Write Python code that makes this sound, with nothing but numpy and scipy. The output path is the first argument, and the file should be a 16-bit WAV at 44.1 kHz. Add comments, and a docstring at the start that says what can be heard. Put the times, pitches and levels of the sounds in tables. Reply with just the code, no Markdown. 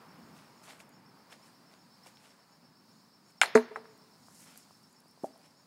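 """Shoes scuff on the grit of a paved garden court, over singing crickets and far traffic that fades.
Then the loudest sound: a wooden mallet chatters against a hard ball with a bright crack. The ball
knocks a far border plank, bounces, rolls and bumps a timber nearer the microphone; both ring briefly.
House walls and gardens answer the knocks. The crickets chirp by wing strokes; a higher insect rasps."""
import sys
import numpy as np
from scipy import signal
from scipy.fft import rfft, irfft, next_fast_len
from scipy.io import wavfile
from scipy.ndimage import map_coordinates

SR = 44100
rng = np.random.default_rng(int(sys.argv[2]) if len(sys.argv) > 2 else 0)


def output_pcm(signal):
    """Save a mono or channel-first signal as 16-bit PCM at the path in sys.argv[1].

    Samples are clipped to [-1, 1] before scaling.
    """
    pcm = np.clip(np.atleast_2d(signal).T, -1, 1) * 32767
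    wavfile.write(sys.argv[1], SR, np.round(pcm).astype(np.int16))


N = 249870


def ball():
    """The mallet face chatters on the ball, among other hard clicks; each is about two pressure swings."""
    # Ball on plank and paving, returns off the house wall, stones under shoes.
    # Each row: start in seconds, level in dB, pitch in Hz.
    clicks = [(.683, -40, 870), (0.803, -47, 2000), (1.328, -40, 2610), (2.063, -42, 760),
              (2.1716, -41.5, 3520), (3.4343, -9.5, 1450), (3.5547, -5, 1364), (3.5755, -14, 1530),
              (3.7594, -20.5, 1330), (3.8558, -40.5, 1280), (4.284, -43.5, 867), (4.708, -45.5, 864),
              (5.057, -51.5, 777), (5.175, -48, 601), (5.3595, -48.5, 785), (5.4035, -61, 800)]
    # Clicks turn drier as the ball rolls near. Each row: time in seconds, echo level in dB.
    echo_levels = [(3.45, -6), (3.86, -2.5), (4.3, -14.5), (4.7, -28)]
    strike_s, strike_db, strike_hz = 3.4173, -1, 1850  # the hardest contact
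    gap_s, grow_db, fade_db, pitch_ratio = .00128, 4.5, 8.5, 0.93  # from one contact to the next
    chatter = []
    for k, late in zip(range(-2, 3), rng.normal(0, .12, 5)):
        db = strike_db - max(-k * grow_db, k * fade_db)
        chatter.append((strike_s + (k + late) * gap_s, db, strike_hz * pitch_ratio ** k))
    out, t = np.zeros(N), np.arange(SR // 200) / SR
    for start, db, hz in chatter + clicks:
        cycles = t * hz - .75
        swing = np.exp(-(cycles / 0.52) ** 2) * np.cos(2 * np.pi * cycles)
        echo_db = np.interp(start, *np.transpose(echo_levels))
        add(out, start, amp(db) * outdoors(swing, echo_db, gardens_db=-17))
    return band(out, 450, "high")  # a small ball radiates no bass


def cracks():
    """Bright cracks of the hard knocks, the ball's brief ring, and ringing returns off near walls."""
    # Each row: a mode of the ball in Hz, level in dB, t60 in seconds.
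    modes = [(3870, -11, 0.018), (4030, -7.5, .03), (4240, -4.5, 0.035)]
    # Each row: start in seconds, level in dB, t60 in seconds, relative ring and echo levels in dB.
    cracks_and_echoes = [(3.4147, -6.5, 0.0059, -19.5, -1), (3.4324, -30.5, 0.05, 0, -5.5),
                         (3.459, -36.5, 0.016, 3.5, -8), (3.5512, -27, 0.052, -11, 4),
                         (3.7565, -51.5, .01, -23, 14)]
    out, t = np.zeros(N), np.arange(SR // 15) / SR
    ring = sum(amp(db - 60 * t / t60) * np.sin(2 * np.pi * hz * t) for hz, db, t60 in modes)
    for start, db, t60, ring_db, echo_db in cracks_and_echoes:
        burst = amp(-60 * t / t60) * rng.standard_normal(len(t))
        crack = band(burst, [3700, 8000], "band") + amp(ring_db) * ring
        add(out, start, amp(db) * outdoors(crack, echo_db, gardens_db=-12.5))
    return out


def wood(blows, modes, attack_s):
    """Blows ring the modes of a wooden border; the ring swells in, and a soft blow favours low modes."""
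    out, t = np.zeros(N), np.arange(SR // 3) / SR
    swell = 1 - np.exp(-(t / attack_s) ** 2)
    for start, db, hardness, echo_db in blows:
        ring = np.zeros(len(t))
        for hz, mode_db, t60 in modes:
            struck_db = mode_db + hardness * np.log2(hz / 450) + rng.normal(0, 1)
            ring -= amp(struck_db - 60 * t / t60) * np.sin(2 * np.pi * hz * t)
        add(out, start, amp(db) * outdoors(ring * swell, echo_db, gardens_db=-3))
    return out


def far_plank():
    """The ball knocks a plank across the court: the knock, its return off far houses and a rebound."""
    # Each row: start in seconds, strength in dB, hardness in dB per octave, echo level in dB.
    blows = [(3.5516, -12, -1, -30.5), (3.711, -46.5, 4.5, -16), (3.768, -47, 1, -8.5), (3.83, -66, 9, 2)]
    # Each row: a mode of the plank in Hz, level in dB, t60 in seconds.
    modes = [(239, -5, 0.19), (346, -17, 0.012), (437.5, 5.5, 0.13), (652, -4.5, 0.12), (795, -16, 0.12),
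             (925, -10, 0.12), (1146, -12, 0.054)]
    return wood(blows, modes, attack_s=.0013)


def near_timber():
    """The rolling ball bumps a timber nearer the microphone: a soft contact, then a hard one."""
    # Each row: start in seconds, strength in dB, hardness in dB per octave, echo level in dB.
    blows = [(5.2355, -34.5, -18, -20), (5.2425, -33.5, 11, -21.5)]
    # Each row: a mode of the timber in Hz, level in dB, t60 in seconds.
    modes = [(265, -6, 0.046), (352.6, -1, 0.046), (607, 5.5, 0.02), (661, 3, 0.035), (765, -4.5, 0.063),
             (1015, -13, 0.0083)]
    return wood(blows, modes, attack_s=.001)


def ticks():
    """Thin, very short treble ticks close to the microphone."""
    # Each row: start in seconds, level in dB.
    bursts = [(0.893, -47), (3.9779, -49.5), (4.5754, -29), (4.833, -49), (4.929, -50.5), (5.0036, -42),
              (5.083, -52), (5.1117, -47), (5.233, -49), (5.26, -44), (5.378, -51)]
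    out, t = np.zeros(N), np.arange(300) / SR
    t60 = 0.0039
    for start, db in bursts:
        add(out, start, amp(db - 60 * t / t60) * rng.standard_normal(len(t)))
    return band(out, [8000, 13000], "band")


def scuffs():
    """Soles and the rolling ball grind grit: a coarse crunch and a fine hiss swell and fade together."""
    # Each row: loudest moment, rise and fall in seconds, crunch and hiss levels in dB.
    scrapes = [(.37, 0.056, .2, -61.5, -68), (0.639, 0.019, 0.084, -63.5, -60),
               (0.701, 0.063, 0.1, -52.5, -60.5), (.803, 0.018, 0.047, -58.5, -61),
               (1.325, .03, 0.042, -51.5, -60), (1.464, 0.089, .1, -64.5, -66),
               (1.726, 0.034, 0.083, -63, -71), (2.072, .04, 0.06, -57, -61), (2.25, 0.13, 0.23, -63, -67),
               (3.306, .06, 0.021, -69, -67.5), (4.409, 0.24, .2, -75.5, -58.5),
               (4.5, .2, 0.24, -60.5, -73), (4.576, 0.021, .05, -72.5, -59.5), (4.71, .1, .2, -101, -78),
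               (4.9, .4, 0.68, -85, -75), (5.249, .04, .06, -65, -62.5), (5.462, 0.18, .12, -67, -70.5)]
    # Each row of both spectra: frequency in Hz, relative level in dB.
    crunch_spectrum = [(300, -6.5), (600, 0), (900, -2.5), (1400, -2.5), (2400, -3), (4500, -8),
                       (7000, -19), (9000, -55.5)]
    hiss_spectrum = [(3000, -39.5), (5500, -3.5), (8000, -2), (11000, -6.5), (16000, -19)]
    t = np.arange(N) / SR
    crunch, hiss = np.zeros((2, N))
    for peak_s, rise, fall, crunch_db, hiss_db in scrapes:
        swell_db = -20 * np.maximum((peak_s - t) / rise, (t - peak_s) / fall)
        crunch += amp(crunch_db + swell_db)
        hiss += amp(hiss_db + swell_db)
    return crunch * noise(crunch_spectrum, grit_db=5) + hiss * noise(hiss_spectrum, grit_db=2.5)


def crickets():
    """Wing strokes ring one narrow resonance; a chirp is a strong stroke group, then weaker ones."""
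    # Each row: pitch in Hz, chirps a second, first chirp and chirp length in seconds, level in dB.
    singers = [(5385, 8.2, .076, .07, -64.5), (5180, 8.53, .03, .045, -70), (4750, 8.73, .0, .05, -71)]
    out, t = np.zeros(N), np.arange(N) / SR
    for hz, rate, first, length, db in singers:
        progress = ((t - first) * rate % 1) / (rate * length)  # 0-1 within the chirp
        chirp = np.sin(np.pi * np.clip(progress, 0, 1)) ** .4 * np.exp(-.9 * progress)
        stroke_groups = 1 - .4 * np.cos(2 * np.pi * 2.5 * progress)
        pitch = hz * (1 + .007 * wobble(200))
        flutter_db = .9 * wobble(9) + 3.5 * wobble(200)
        out += amp(db + flutter_db) * chirp * stroke_groups * np.sin(2 * np.pi * np.cumsum(pitch) / SR)
    return out


def rasping_insect():
    """A higher insect rasps faintly in short swells of narrow, grainy noise."""
    # Each entry: the middle of a rasp in seconds.
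    rasp_times = [.26, .59, .94, 1.39, 1.8, 2.15, 2.52, 2.96, 3.28, 3.939, 4.243, 4.629, 4.93, 5.599]
    # Each row: frequency in Hz, relative level in dB.
    spectrum = [(6100, -42.5), (6550, -4), (6800, 2), (7050, 0), (7500, -46.5)]
    t = np.arange(N) / SR
    level_db, half_width_s = -76.5, 0.056
    swells = sum(np.exp(-((t - peak_s) / half_width_s) ** 2) for peak_s in rasp_times)
    return amp(level_db) * swells * noise(spectrum, grit_db=3)


def traffic():
    """Far traffic: rumble and tyre roar waver and sink to a murmur."""
    # Each row: time in seconds, rumble and tyre roar levels in dB.
    levels = [(0, -57.5, -57.5), (.5, -59, -61.5), (2, -64, -66), (3.2, -65.5, -68.5), (4.05, -63.5, -66),
              (4.5, -62.5, -68.5), (5.67, -63.5, -68.5)]
    # Each row of both spectra: frequency in Hz, relative level in dB.
    rumble_spectrum = [(24, -23), (40, -24), (90, -8), (170, -2.5), (260, -6.5), (330, -15), (500, -46)]
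    roar_spectrum = [(200, -26), (350, -6), (620, -8), (950, -4), (1500, -10), (2800, -19.5), (5000, -32.5)]
    rumble_db, roar_db = curves(levels)
    rumble = amp(rumble_db + 1.5 * wobble(6.7)) * noise(rumble_spectrum)
    roar = amp(roar_db + 0.51 * wobble(27)) * noise(roar_spectrum)
    return rumble + roar


def insect_chorus():
    """A far insect chorus over the microphone's own hiss, shimmering as one bed of noise."""
    # Each row: frequency in Hz, relative level in dB.
    spectrum = [(1500, -35.5), (3300, -15.5), (4300, -3.5), (5000, -2), (5500, -6), (6100, -12.5),
                (9000, -13.5), (13500, -22), (15200, -14.5), (16000, -16)]
    return amp(-70 + 1.7 * wobble(4.4)) * noise(spectrum)


def outdoors(sound, echo_db, gardens_db):
    """The sound, its scatter off near walls, and a longer one off the gardens, gardens_db against it."""
    # Each row of both decays: frequency in Hz, t60 in seconds.
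    wall_decay = [(300, 0.36), (1500, 0.059), (4000, 0.13), (6000, 0.013), (15000, 0.24)]
    garden_decay = [(300, 1), (1500, 0.67), (3000, 0.88), (8000, 0.1), (15000, 0.17)]
    answer = tail(wall_decay) + amp(gardens_db) * tail(garden_decay)
    delayed = np.pad(sound, (120, 0))
    out = amp(echo_db) * signal.fftconvolve(delayed, answer)
    add(out, 0, sound)
    return out


def tail(t60s):
    """A fresh noise tail of energy 1 in which each frequency dies at its own speed."""
    hz, t, bins = signal.stft(rng.standard_normal(SR), SR, nperseg=128)
    decay = amp(-60 * t / along(t60s, hz)[:, None])
    out = signal.istft(bins * decay, SR, nperseg=128)[1]
    return out / np.linalg.norm(out)


def noise(spectrum, grit_db=0):
    """Coloured noise of rms 1; grit_db spreads the sizes of its grains, a few of them large."""
    grains = rng.standard_normal(N) * amp(grit_db * np.abs(wobble(350)))
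    coloured = filtered(grains, lambda hz: amp(along(spectrum, hz)))
    return coloured / np.sqrt(np.mean(coloured ** 2) + 1e-20)


def wobble(rate):
    """A smooth random curve, rate knots a second."""
    knots = rng.standard_normal(int(N * rate / SR) + 4)
    return map_coordinates(knots, [np.arange(N) * rate / SR])


def amp(db):
    """Decibels as amplitude."""
    return 10 ** (np.asarray(db) / 20)


def along(points, hz):
    """Interpolates (Hz, value) points on a log frequency axis."""
    point_hz, values = np.transpose(points)
    return np.interp(np.log(hz + 1), np.log(point_hz + 1), values)


def curves(rows):
    """One value per sample for each column after the time."""
    times, *columns = np.transpose(rows)
    return [np.interp(np.arange(N) / SR, times, column) for column in columns]


def band(x, hz, kind):
    """x through a gentle filter with its edge or edges at hz."""
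    return signal.sosfilt(signal.butter(2, hz, kind, fs=SR, output="sos"), x)


def filtered(x, response):
    """x shaped by a gain that depends on frequency."""
    size = next_fast_len(N + SR // 2)
    gain = response(np.fft.rfftfreq(size, 1 / SR))
    return irfft(rfft(x, size) * gain, size)[..., :N]


def add(track, start, sound):
    """Mixes a sound into the track from start, in seconds."""
    part = track[round(start * SR):][:len(sound)]
    part += sound[:len(part)]


def scene():
    """The court and the gardens around it, heard from one spot in mono."""
    play = far_plank() + near_timber() + ball() + cracks() + ticks() + scuffs()
    return (play + crickets() + rasping_insect() + traffic() + insect_chorus())[None]


def record(dry):
    """The small microphone drops the bass, and nothing passes above the band limit."""
    bass_hz, top_hz = 170, 15950
    thin = band(dry, bass_hz, "high")
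    return filtered(thin, lambda hz: np.clip((top_hz - hz) / 300, 0, 1))


dry = scene()
out = record(dry)
output_pcm(out)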